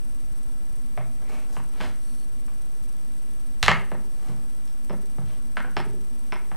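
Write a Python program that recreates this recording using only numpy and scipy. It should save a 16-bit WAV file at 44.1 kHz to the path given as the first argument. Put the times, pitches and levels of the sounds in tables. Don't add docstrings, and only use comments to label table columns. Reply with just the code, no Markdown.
import sys
import numpy as np
from scipy import signal
from scipy.fft import rfft, irfft
from scipy.io import wavfile

SR = 44100
rng = np.random.default_rng(int(sys.argv[2]) if len(sys.argv) > 2 else 0)


def boost_factor(decibels):
    exponent = np.asarray(decibels, float) / 20
    return 10 ** exponent


def bounce(signal):
    frames = np.transpose(np.atleast_2d(signal))
    limited = np.clip(frames, -1, 1)
    pcm = np.round(limited * 32767).astype(np.int16)
    wavfile.write(sys.argv[1], SR, pcm)


N = 289472


def rms_one(x):
    return x / np.sqrt(np.mean(x ** 2) + 1e-20)


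def at_hz(points, hz):
    points_hz, values = np.transpose(points)
    return np.interp(np.log(hz + 1), np.log(points_hz), values)


def coloured(x, spectrum):
    gain_db = at_hz(spectrum, np.fft.rfftfreq(N, 1 / SR))
    return irfft(rfft(x) * boost_factor(gain_db), N)


def band(x, low_hz, high_hz):
    return signal.sosfilt(signal.butter(2, [low_hz, high_hz], "band", fs=SR, output="sos"), x)


def ring(clicks, hz, t60_s):
    radius = boost_factor(-60 / (t60_s * SR))
    angle = 2 * np.pi * hz / SR
    return signal.lfilter([0, np.sin(angle)], [1, -2 * radius * np.cos(angle), radius ** 2], clicks + 1e-18)


def width_t60(width_hz):
    return np.log(1000) / (np.pi * width_hz)


def grains(per_s, spread_db):
    sizes = boost_factor(spread_db * np.minimum(rng.exponential(1, N), 5))
    sizes *= rng.choice([-1, 1], N)
    return sizes * (rng.random(N) < per_s / SR)


def near(hz, centre_hz, octaves):
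    return np.exp(-(np.log2(hz / centre_hz) / octaves) ** 2)


def stroke(peak_s, rise_s, fall_s):
    edge_loss_db, curve = 22, 1.4
    t = np.arange(N) / SR - peak_s
    away = np.where(t < 0, -t / rise_s, t / fall_s)
    return boost_factor(-edge_loss_db * np.minimum(away, 5) ** curve)


def housing(x, resonances):
    return rms_one(sum(boost_factor(db) * rms_one(ring(x, hz, width_t60(width_hz)))
                       for hz, width_hz, db in resonances))


# frequency in Hz, relative density in dB per Hz.
AIR_SPECTRUM = [(6, -25), (15, 8), (25, -1.5), (60, -9.5), (134, -17), (200, -15), (270, -17.5), (400, -22),
                (600, -26), (1500, -31.5), (3240, -37.5), (6900, -42.5), (9000, -52), (12200, -46.5),
                (15300, -52.5)]


def air():
    air_db = -47
    return boost_factor(air_db) * rms_one(coloured(rng.standard_normal((2, N)), AIR_SPECTRUM))


def fading_rumble(air_mid):
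    start_db, fade_db_per_s = 6, 1.43
    lowest = coloured(air_mid, [(40, -1.5), (60, -42)])
    gain = boost_factor(start_db - fade_db_per_s * np.arange(N) / SR)
    return (gain - 1) * lowest


def hum():
    hz, width_hz, rms_db = 243.6, 20.5, -57
    once = ring(rng.standard_normal(N), hz, width_t60(width_hz))
    return boost_factor(rms_db) * rms_one(ring(once, hz, width_t60(width_hz)))


# frequency in Hz, level in dB rms.
WHINE_TONES = [(7866.5, -71), (9001, -80), (10002, -78), (10998, -80), (14987, -73)]


def camera_whines():
    t = np.arange(N) / SR
    return sum(np.sqrt(2) * boost_factor(rms_db) * np.sin(2 * np.pi * (hz * t + rng.random()))
               for hz, rms_db in WHINE_TONES)


# frequency in Hz, width in Hz, relative level in dB.
CHATTER_RESONANCES = [(6050, 240, -4.5), (8200, 300, -13), (8676, 430, 4), (10000, 730, 2.5),
                      (10730, 340, -7), (14000, 540, -7)]


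def camera_chatter():
    rms_db = -59
    t = np.arange(N) / SR
    ticks = 0.94 * rms_one(grains(2100, spread_db=2.0))
    for per_s, tick_db in [(65.1, 16.3), (123.4, 16.0), (103.0, 9.5)]:   # (ticks per s, relative dB)
        due = np.diff(np.floor(t * per_s + rng.random()), prepend=0) > 0
        ticks += boost_factor(tick_db + rng.normal(0, 4.5, N)) * due
    clumps = rms_one(band(rng.standard_normal(N), 10.7, 30))
    ticks *= boost_factor(1.8 * clumps)
    return boost_factor(rms_db) * housing(ticks, CHATTER_RESONANCES)


# frequency in Hz, width in Hz, relative level in dB.
MOTOR_RESONANCES = [(4400, 41, -5), (5960, 200, -5), (8600, 350, 3), (10100, 600, 3)]


def camera_motor():
    on_s, off_s, start_s, stop_s, level_db = 2.0, 2.24, .012, 0.033, -58
    t = np.arange(N) / SR
    start = (t - on_s) / start_s
    stop = 1 + (off_s - t) / stop_s
    gate = np.clip(np.minimum(start, stop), 0, 1)
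    return boost_factor(level_db) * gate * housing(grains(2500, spread_db=0.0), MOTOR_RESONANCES)


# frequency in Hz, decay time t60 in s.
TAIL_T60 = [(80, 0.47), (250, 0.41), (700, 0.34), (1500, 0.35), (3000, 0.32), (7000, 0.24), (14000, 0.38)]
# delay in s, level in dB against the direct sound.
NEAR_ECHOES = [(.0068, -10.5), (.0098, -14), (0.021, -17.5), (.034, -9.5)]


def room(x):
    tail_db, rise_s = -3, 0.0014
    t = np.arange(SR) / SR
    edges_hz = 50 * 2 ** np.arange(0, 8.3, .5)
    white = rng.standard_normal((2, 2, SR))
    tail = np.zeros((2, SR))
    for k, (low_hz, high_hz) in enumerate(zip(edges_hz, edges_hz[1:])):
        t60_s = at_hz(TAIL_T60, np.sqrt(low_hz * high_hz))
        tail += band(white[k % 2], low_hz, high_hz) * boost_factor(-60 * t / t60_s)
    tail *= 1 - np.exp(-t / rise_s)
    tail *= boost_factor(tail_db) / np.sqrt(np.sum(tail[0] ** 2))
    for delay_s, echo_db in NEAR_ECHOES:
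        tail[0, round(delay_s * SR)] += boost_factor(echo_db)
    return signal.fftconvolve(x[None], tail, axes=1)[:, :N]


# frequency in Hz, gain in dB.
SIDE_GAIN = [(10, -11), (30, -7), (100, -16), (300, -32.5), (2000, -17), (8500, -8), (13000, -7)]


def narrow_side(air_side, wet_side):
    return coloured(air_side + boost_factor(-10.0) * wet_side, SIDE_GAIN)


# loudest moment in s, rise in s, fall in s, level in dB,
# rub pitch in Hz at the loudest moment, share of pitched hiss 0-1.
PIECE_RUBS = [(1.33, .12, .14, -56, 2320, .65), (1.78, .09, .04, -57, 1900, .1),
              (1.808, .012, .11, -43, 1800, .3), (4.28, .15, .08, -67, 2150, .5),
              (5.29, .11, .14, -61, 2900, .15), (6.268, .06, .05, -67, 2480, .2)]
# loudest moment in s, rise in s, fall in s,
# low drag in dB, bright rustle in dB.
HAND_BRUSHES = [(1.22, 0.053, 0.023, -58, -80), (1.34, .09, 0.14, -57, -60.5),
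                (1.54, 0.089, 0.095, -54, -57.5), (4.29, 0.24, 0.19, -54, -64.5)]


def slides():
    glide_hz_per_s, rub_drag_db, rub_rustle_db = 2000, 2.5, -13
    t = np.arange(N) / SR
    slips = grains(5000, spread_db=3.0)
    rung = [(hz, rms_one(ring(slips, hz, .012))) for hz in np.geomspace(1700, 3600, 14)]
    broad = rms_one(band(grains(6700, spread_db=5.0), 1200, 4200))
    drag = rms_one(band(grains(2500, spread_db=5.5), 110, 930))
    rustle = rms_one(band(grains(13000, spread_db=8.5), 3600, 10800))
    out = np.zeros(N)
    for peak_s, rise_s, fall_s, rub_db, peak_hz, pitched in PIECE_RUBS:
        rub_hz = np.maximum(peak_hz + glide_hz_per_s * (t - peak_s), 100)
        hiss = sum(near(hz, rub_hz, .11) * sound for hz, sound in rung)
        rub = (1 - pitched) * broad + pitched * hiss
        rub = rub + boost_factor(rub_drag_db) * drag + boost_factor(rub_rustle_db) * rustle
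        out += stroke(peak_s, rise_s, fall_s) * boost_factor(rub_db) * rub
    for peak_s, rise_s, fall_s, drag_db, rustle_db in HAND_BRUSHES:
        out += stroke(peak_s, rise_s, fall_s) * (boost_factor(drag_db) * drag + boost_factor(rustle_db) * rustle)
    return out


# frequency in Hz, relative level in dB, decay time t60 in s.
WOOD_MODES = [(62, 0, .25), (85, -2, .2), (132, 2, .16), (165, 0, .11), (200, 1, .13), (250, 1, .08),
              (385, 3, .09), (460, -2, .03), (550, 0, .04), (680, 0, .04), (820, 0, .02), (970, 0, .022),
              (1150, 0, .012), (1320, 0, .011), (1520, 0, .011), (1820, 0, .009), (2150, 0, .014),
              (2500, 0, .008), (2850, 1, .007), (3300, 1, .005), (3900, 0, .004), (4600, 0, .0035),
              (5400, 0, .003), (6400, 0, .003), (7800, 0, .0025), (10000, -2, .002), (13000, -5, .002),
              (5250, -7, .025)]


def ring_wood(at_s, push):
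    scatter_db = 1.0
    at = np.round(at_s * SR).astype(int)
    out = np.zeros(N)
    for k, (hz, mode_db, t60_s) in enumerate(WOOD_MODES):
        scatter = boost_factor(mode_db + scatter_db * rng.normal(0, 1, len(at)))
        clicks = np.zeros(N)
        np.add.at(clicks, at, push(hz, t60_s) * scatter * (-1) ** k)
        slow = np.exp(-hz / (1.2 * SR))
        out += ring(signal.lfilter([1 - slow], [1, -slow], clicks), hz, t60_s)
    return out


# start in s, strength in dB, pitch in Hz,
# hollow note in dB against the pitched part.
TABLE_THUDS = [(.985, -18.5, 129, -21), (1.301, -37.5, 200, 8), (1.571, -22, 156, -20),
               (1.805, -24, 257, -24), (1.819, -19, 62, -31), (3.627, -4, 77, -28), (3.683, -4.5, 167, -14),
               (3.919, -16.5, 177.9, -12), (3.949, -40.5, 191, 14), (4.287, -16.5, 158, -13),
               (4.308, -26.5, 201, -9), (4.9, -16.5, 200, -1), (4.94, -26, 200, -12),
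               (5.182, -15, 156.5, -9), (5.228, -17, 78.7, -25), (5.573, -20.5, 199, -22),
               (5.651, -27, 224.2, -7), (5.77, -14, 158, -1.5), (5.865, -20.5, 151, 3),
               (5.938, -26, 177, 6), (6.325, -33.5, 188, 14), (6.516, -25.5, 169, -9)]


def thuds():
    hollow_hz, slope_db_per_octave = 385, 18.5
    at_s, strength_db, pitch_hz, hollow_db = np.transpose(TABLE_THUDS)

    def push(hz, t60_s):
        low = boost_factor(-slope_db_per_octave * np.abs(np.log2(hz / pitch_hz)))
        hollow = boost_factor(-slope_db_per_octave * np.abs(np.log2(hz / hollow_hz)))
        treble_loss = 1 + (hz / 700) ** 9.0
        return boost_factor(strength_db) * (low + boost_factor(hollow_db) * hollow) / treble_loss

    return ring_wood(at_s, push)


# start in s, strength in dB, favoured pitch in Hz, contact in ms, overtone in Hz.
PIECE_KNOCKS = [(0.975, -8.5, 703, 0.6, 2220), (1.021, -25, 640, 0.98, 2150),
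                (1.294, -20.5, 870, 0.65, 2150), (1.566, -8.5, 1022, 0.67, 2730),
                (1.804, -10.5, 1004, 0.42, 1820), (1.81, -10, 1430, 0.27, 1900),
                (1.82, -22.5, 990, 0.52, 2420), (2.481, -25.5, 1080, 0.54, 2460),
                (3.628, 5, 1673, 0.15, 4146), (3.681, 14.5, 1210, 0.33, 1947), (3.916, -6, 512, 0.68, 1820),
                (4.285, -33, 2090, 0.17, 5250), (4.676, -33, 5030, 0.076, 5250),
                (4.896, -16, 980, .44, 5200), (4.905, -7.5, 516, 0.86, 1820),
                (5.183, -14.5, 502, 0.83, 1310), (5.569, 0, 1466, 0.48, 1950), (5.647, -6, 1447, 1, 2800),
                (5.767, 0.5, 897, .4, 5070), (5.775, -29.5, 2500, 0.32, 5200),
                (6.322, -2.5, 2326, 0.52, 5100), (6.328, -9.5, 1003, 0.62, 1300),
                (6.515, -12.5, 880, 0.59, 1800)]


def knocks():
    favoured = .7
    overtone_db, overtone_loss_db_per_ms = 8, 33.5
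    at_s, strength_db, pitch_hz, contact_ms, over_hz = np.transpose(PIECE_KNOCKS)
    over_db = overtone_db - overtone_loss_db_per_ms * contact_ms

    def push(hz, t60_s):
        octaves_below = np.maximum(np.log2(pitch_hz / hz), 0)
        broad = np.sqrt(0.012 / t60_s) * boost_factor(-6 * octaves_below)
        broad /= 1 + (hz * contact_ms / 1000) ** 2.88
        broad /= 1 + (350 / hz) ** 2
        pitched = favoured * near(hz, pitch_hz, 0.1)
        overtone = boost_factor(over_db) * near(hz, over_hz, 0.12)
        return boost_factor(strength_db) * (broad + pitched + overtone)

    return ring_wood(at_s, push)


def scene():
    wood = thuds() + slides() + knocks()
    wet_mid, wet_side = room(wood)
    air_mid, air_side = air()
    background = air_mid + fading_rumble(air_mid) + hum()
    camera = camera_whines() + camera_chatter() + camera_motor()
    mid = wood + wet_mid + background + camera
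    side = narrow_side(air_side, wet_side)
    return np.array([mid + side, mid - side])


def roll_off(x):
    return signal.sosfilt(signal.butter(12, 16160, fs=SR, output="sos"), x)


def record(dry):
    cutoff_hz, offset = 16300, .0643
    x = signal.sosfilt(signal.cheby2(12, 50, cutoff_hz, fs=SR, output="sos"), dry)
    x = x + offset * np.array([[-1], [1]])
    mix = np.clip(x, -1, 1)
    return roll_off(mix)


dry = scene()
out = record(dry)
bounce(out)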